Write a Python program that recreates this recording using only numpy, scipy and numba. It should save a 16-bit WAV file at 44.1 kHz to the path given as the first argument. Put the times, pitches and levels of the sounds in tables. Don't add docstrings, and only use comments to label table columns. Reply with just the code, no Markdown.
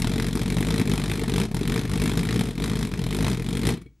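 import sys
import numpy as np
from scipy import signal
from scipy.fft import rfft, irfft, next_fast_len
from scipy.io import wavfile
from scipy.ndimage import uniform_filter1d
from numba import njit

SR = 44100
rng = np.random.default_rng(int(sys.argv[2]) if len(sys.argv) > 2 else 0)


def gain_from_db(level_db):
    decades = np.asarray(level_db, float) / 20
    return 10 ** decades


def int16_out(signal):
    q = np.round(np.clip(np.atleast_2d(signal).T, -1, 1) * 32767)
    wavfile.write(sys.argv[1], SR, q.astype(np.int16))


N = 176400


def shade(x, table):
    hz, db = np.array(table, float).T
    size = next_fast_len(N + SR // 4)
    f = np.arange(size // 2 + 1) * SR / size + 1
    gain = gain_from_db(np.interp(np.log(f), np.log(hz), db))
    return irfft(rfft(x, size) * gain, size)[:N]


def noise(table):
    x = shade(rng.standard_normal(N), table)
    return x / x.std()


def lay(times, shape):
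    at = np.round(times * SR).astype(int)[:, None] + np.arange(-500, 2500)
    ok = (at >= 0) & (at < N)
    return np.bincount(at[ok], shape(at / SR - times[:, None])[ok], N)


def swell(s, rise_s, fall_s):
    return np.exp(-np.abs(s) / np.where(s < 0, rise_s, fall_s))


def resonance(x, hz, width_hz):
    return signal.lfilter(*signal.iirpeak(hz, hz / width_hz, SR), x)


# pitch_hz, level_db (per Hz)
SHOP_COLOUR = [(24, -37.5), (40, -2), (79, -4.5), (124, -16), (222, -15.5), (654, -37), (4530, -41.5),
               (6390, -40), (14000, -55.5)]
SHOP_DB = -63.5


def shop():
    return gain_from_db(SHOP_DB) * noise(SHOP_COLOUR)


WHINE_HZ, WHINE_DB = 15622, -86


def whine():
    return gain_from_db(WHINE_DB) * np.sqrt(2) * np.sin(2 * np.pi * WHINE_HZ * np.arange(N) / SR)


# start_s (first jet), firings (count), level_db
RUNS = [(0.021, 3, -22.5), (0.097, 20, -24), (0.523, 6, -26), (0.65, 9, -23.5), (0.816, 13, -25),
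        (1.08, 6, -24.5), (1.195, 9, -26.5), (1.382, 4, -23), (1.454, 1, -28), (1.487, 2, -33),
        (1.547, 9, -25.5), (1.742, 4, -22.5), (1.814, 11, -27.5), (2.04, 14, -23), (2.31, 6, -25),
        (2.412, 1, -21.5), (2.44, 3, -25.5), (2.487, 2, -28.5), (2.533, 4, -33), (2.623, 11, -25.5),
        (2.83, 6, -26), (2.958, 2, -32), (2.994, 4, -28), (3.089, 9, -25.5), (3.267, 5, -22.5),
        (3.348, 3, -26.5), (3.423, 9, -28), (3.616, 4, -26.5), (3.69, 3, -20.5), (3.74, 1, -30)]
# start_s, level_db (against their run)
ODD_FIRINGS = [(0.2, 1.5), (0.286, 0), (0.31, -5), (0.355, 2), (0.434, -2), (0.569, 3), (0.781, 2),
               (0.798, 2.5), (0.836, -9), (1.26, -5), (1.281, 0.5), (1.32, -2.5), (1.436, 2), (1.593, -3.5),
               (1.633, -2.5), (1.794, 2.5), (1.836, -1), (1.878, -4), (2.156, -4.5), (2.211, -3.5),
               (2.253, -1), (2.361, 1), (2.378, -7), (2.58, 2), (2.771, -1.5), (2.892, -4), (2.917, 2.5),
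               (2.939, 5.5), (3.489, 2), (3.53, 2)]
# start_s, level_db, jet_db, lid_ring_db
LAST_POPS = [
    (3.775, -36.5, -6, -47),
    (3.819, -39, -5, -64),
    (3.863, -37.5, -23, -55),
]
POPS = len(LAST_POPS)
JITTER_S, SCATTER_DB = 0.000737, 1.1


def firings():
    start, count, db = np.array(RUNS).T
    first = np.r_[0, np.cumsum(count)[:-1]]
    k = np.arange(-1, first[-1] + 1)
    chance = rng.standard_normal((len(k), 2))
    times = np.interp(k, first, start) + JITTER_S * chance[:, 0]
    times[0] = 2 * times[1] - times[2]
    db = np.interp(k, first, db) + SCATTER_DB * chance[:, 1]
    for s, odd_db in ODD_FIRINGS:
        near = np.argmin(np.abs(times - s))
        times[near] = s
        db[near] += odd_db - SCATTER_DB * chance[near, 1]
    pops = np.array(LAST_POPS)
    return np.r_[times, pops[:, 0]], np.r_[db, pops[:, 1]]


# delay_s, level_db
ECHOES = [
    (.0051, -7.5),
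    (.0082, -8),
]
BLAST_DB, BLAST_LEAD_S, BLAST_RISE_S, BLAST_DECAY_S = 5.5, .0033, .0007, .004
BLAST_HZ, BLAST_SPREAD, CREST_SCATTER_DB = 150, 0.19, 2.26
SUCK_DB, SUCK_S, SUCK_LAW = 3.5, 0.00085, 0.55


def blasts(times, db):
    hz = BLAST_HZ * np.exp(BLAST_SPREAD * rng.standard_normal((len(times), 1)))
    crest = gain_from_db(BLAST_DB + CREST_SCATTER_DB * rng.standard_normal((len(times), 1)))
    depth = gain_from_db(SUCK_DB + SUCK_LAW * (db - np.median(db)))[:, None]

    def shape(s):
        u = s + BLAST_LEAD_S * BLAST_HZ / hz
        rise = np.exp(np.minimum(u, 0) / BLAST_RISE_S)
        ring = np.cos(2 * np.pi * hz * u) * np.exp(-np.abs(u) / BLAST_DECAY_S)
        suck = depth * np.exp(-(s / SUCK_S) ** 2 / 2)
        return gain_from_db(db)[:, None] * (crest * np.where(u < 0, rise, ring) - suck)

    direct = lay(times, shape)
    out = direct
    for delay_s, echo_db in ECHOES:
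        out = out + gain_from_db(echo_db) * np.r_[np.zeros(int(delay_s * SR)), direct][:N]
    return out


BREATH_DB, BREATH_LAG, BREATH_DB_PER_HZ = -12, 0.78, -0.5


def breath(times, db):
    t, times, db = np.arange(N) / SR, times[:-POPS], db[:-POPS]
    cycle = np.interp(t, times, np.arange(len(times)))
    rate_hz = 1 / np.gradient(times)
    db = uniform_filter1d(db + BREATH_DB_PER_HZ * (rate_hz - 50), size=3)
    size = gain_from_db(np.interp(t, np.r_[times, times[-1] + .03], np.r_[db, -90]) + BREATH_DB)
    return size * np.sqrt(2) * np.cos(2 * np.pi * (cycle - BREATH_LAG))


# pitch_hz, level_db (per Hz)
JET_COLOUR = [(290, -18), (500, -2), (1490, -4), (1990, -1.5), (3900, -4.5), (6550, -15), (9240, -11),
              (11800, -15.5), (15500, -24)]
JET_DB, JET_LAW, JET_SCATTER_DB = -6.5, 1.62, 1.87
JET_RISE_S, JET_FALL_S, WAKE_DB, WAKE_S = .0011, 0.0016, -6.5, 0.0097
JET_ECHO_S, JET_ECHO_DB = .0052, -11


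def jet(times, db):
    mean_db = np.mean(db)
    burn_db = mean_db + JET_LAW * (db[:-POPS] - mean_db)
    pops_db = db[-POPS:] + np.array(LAST_POPS)[:, 2]
    db = np.r_[burn_db, pops_db] + JET_DB
    slow = np.r_[np.ones(len(db) - POPS), np.full(POPS, 2.5)][:, None]

    def shape(s):
        after = np.maximum(s, 0)
        rise = np.exp(-(np.minimum(s, 0) / JET_RISE_S / slow) ** 2 / 2)
        burst = np.exp(-after / JET_FALL_S / slow)
        wake = gain_from_db(WAKE_DB) * np.exp(-after / WAKE_S)
        echo = gain_from_db(JET_ECHO_DB) * np.exp(-((s - JET_ECHO_S) / 0.0012) ** 2)
        return size * rise * (burst + wake + echo)

    out = 0
    for lo, hi in [(1, 900), (900, 1600), (1600, 2800), (2800, 4500), (4500, 7000), (7000, SR)]:
        band = [(lo / 1.2, -30), (lo, -1), (hi, -1), (hi * 1.2, -30)]
        size = gain_from_db(db + JET_SCATTER_DB * rng.standard_normal(len(db)))[:, None]
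        hiss = np.array([shade(noise(JET_COLOUR), band) for _ in range(2)])
        out = out + lay(times, shape) * hiss
    return out


# pitch_hz, level_db, t60_s
LID_MODES = [(2245, 0, .11), (3300, -9, .09), (4100, -2, .04), (2450, -4, .03)]
LID_DB = -34


def lid(times, db):
    db = np.r_[db[:-POPS] + LID_DB, np.array(LAST_POPS)[:, 3]]
    out = 0
    for hz, mode_db, t60 in LID_MODES:
        size = gain_from_db(db + mode_db + 2.8 * rng.standard_normal(len(db)))[:, None]

        def shape(s):
            fade = np.clip(s * 770.0, 0, 1) * np.exp(-np.abs(s) * np.log(1000) / t60)
            return size * fade * np.sin(2 * np.pi * hz * s)

        out = out + lay(times, shape)
    return out


# pitch_hz, level_db (per Hz)
ROAR_COLOUR = [(35, -31.5), (60, 8.5), (76, -26), (119, -15.5), (221, 4.5), (354, -14), (450, 3.5),
               (500, -3), (650, -39.5), (1100, -120)]
ROAR_DB, ROAR_DECAY_S = -6, 0.0081


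def roar(times, db):
    size = gain_from_db(db + ROAR_DB)[:, None]
    return noise(ROAR_COLOUR) * lay(times, lambda s: size * swell(s, .003, ROAR_DECAY_S))


# pitch_hz, level_db (per Hz)
FLAME_COLOUR = [(450, -11.5), (600, 0), (1500, -5), (4000, -6.5), (9000, -20.5), (14000, -25.5)]
FLAME_DB, FLAME_S = -20, .022


def flame(times, db):
    size = gain_from_db(db[:-POPS] + FLAME_DB)[:, None]
    return noise(FLAME_COLOUR) * lay(times[:-POPS], lambda s: size * swell(s, FLAME_S / 10, FLAME_S))


PUFF_DB, PUFF_SCATTER_DB, PUFF_WAIT_S = 2.5, 3.2, 0.00903
PUFF_HZ, PUFF_SPREAD, PUFF_CYCLES = 248.4, 0.26, .3


def puffs(times, db):
    out = 0
    for _ in range(2):
        chance = rng.standard_normal((len(times), 2))
        hz = PUFF_HZ * np.exp(PUFF_SPREAD * chance[:, :1])
        size = gain_from_db(db[:, None] + PUFF_DB + PUFF_SCATTER_DB * chance[:, 1:])
        late = times + 0.0023 + PUFF_WAIT_S * rng.random(len(times))

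        def shape(s):
            return size * np.cos(2 * np.pi * hz * s) * np.exp(-(s * hz / PUFF_CYCLES) ** 2 / 2)

        out = out + lay(late, shape)
    return out


JAR_LOW_HZ, JAR_TOP_HZ, JAR_STEP_DB = 38, 464, -20
STEADY_DB_PER_HZ = -0.0943


def jar(times, db):
    steady_db = STEADY_DB_PER_HZ * np.clip(1 / np.gradient(times) - 50, -10, 15)
    late_db = db - steady_db
    body = blasts(times, db + steady_db) + puffs(times, late_db) + roar(times, late_db)
    body = shade(body, [(JAR_TOP_HZ, 0), (JAR_TOP_HZ * 1.105, JAR_STEP_DB)])
    low_cut = [(JAR_LOW_HZ / 2, -32), (JAR_LOW_HZ, -6), (JAR_LOW_HZ * 1.4, 0)]
    return shade(body + breath(times, db), low_cut)


# pitch_hz, width_hz, share_removed (0-1)
HOLLOWS = [(2840, 444, 0.61), (4530, 280, 0.67), (355.5, 15.4, 0.53), (90.6, 23, 0.32), (1580, 290, 0.32)]


def bench(x):
    for hz, width_hz, share in HOLLOWS:
        x = x - share * resonance(x, hz, width_hz)
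    return x


@njit
def walls(x, lags, gain, damp):
    line, soft, out = np.zeros((8, 4096)), np.zeros(8), np.zeros((2, len(x)))
    for i in range(len(x)):
        total = 0.
        for k in range(8):
            soft[k] += (1 - damp) * (gain[k] * line[k, (i - lags[k]) & 4095] - soft[k])
            total += soft[k]
            out[k % 2, i] += soft[k]
        for k in range(8):
            line[k, i & 4095] = x[i] + soft[k] - total / 4
    return out


# pitch_hz, level_db, t60_s
ROOM_MODES = [(46.5, -11, 1), (57.8, -10, 1), (121.6, -8, 0.48), (176.3, -19.5, 0.46), (213.5, -7, 0.68)]
ROOM_DB, ROOM_T60_S, ROOM_DAMP = -16, 0.26, .3


def room(x):
    lags = np.array([487, 613, 751, 887, 1031, 1193, 1367, 1553])
    wet = gain_from_db(ROOM_DB) * walls(x + 1e-18, lags, gain_from_db(-60 * lags / SR / ROOM_T60_S), ROOM_DAMP)
    for hz, mode_db, t60 in ROOM_MODES:
        wet[0] += gain_from_db(mode_db) * resonance(x, hz, np.log(1000) / np.pi / t60)
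    return wet


# pitch_hz, level_db
MIC_TOP = [(12500, 0), (14200, -11.5), (14900, -21)]
# pitch_hz, level_db
LEAN = [(60, 1.5), (110, 2), (200, 1.5), (380, 3), (700, 1.0), (1290, 0.5), (2380, 2.5), (4400, 1.5),
        (8120, 2), (15000, -2.5)]
# pitch_hz, level_db
PORTS = [(300, -33.5), (1000, -16.5), (2200, -28), (4400, -15), (8000, -7), (13000, -40.5)]


def microphone(centre, apart):
    mid = shade(centre, MIC_TOP) + shop()
    side = shade(shade(apart, MIC_TOP), PORTS)
    left = shade(mid, [(hz, db / 2) for hz, db in LEAN]) + side
    right = shade(mid, [(hz, -db / 2) for hz, db in LEAN]) - side
    return np.array([left, right]) + whine()


def scene():
    times, db = firings()
    hiss, apart = jet(times, db)
    dry = bench(jar(times, db) + hiss + flame(times, db) + lid(times, db))
    wet = room(dry)
    return microphone(dry + wet[0], apart + wet[1])


def band_limit(x):
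    return signal.sosfilt(signal.butter(12, 15800, fs=SR, output="sos"), x)


def record(dry):
    return band_limit(dry)


dry = scene()
out = record(dry)
int16_out(out)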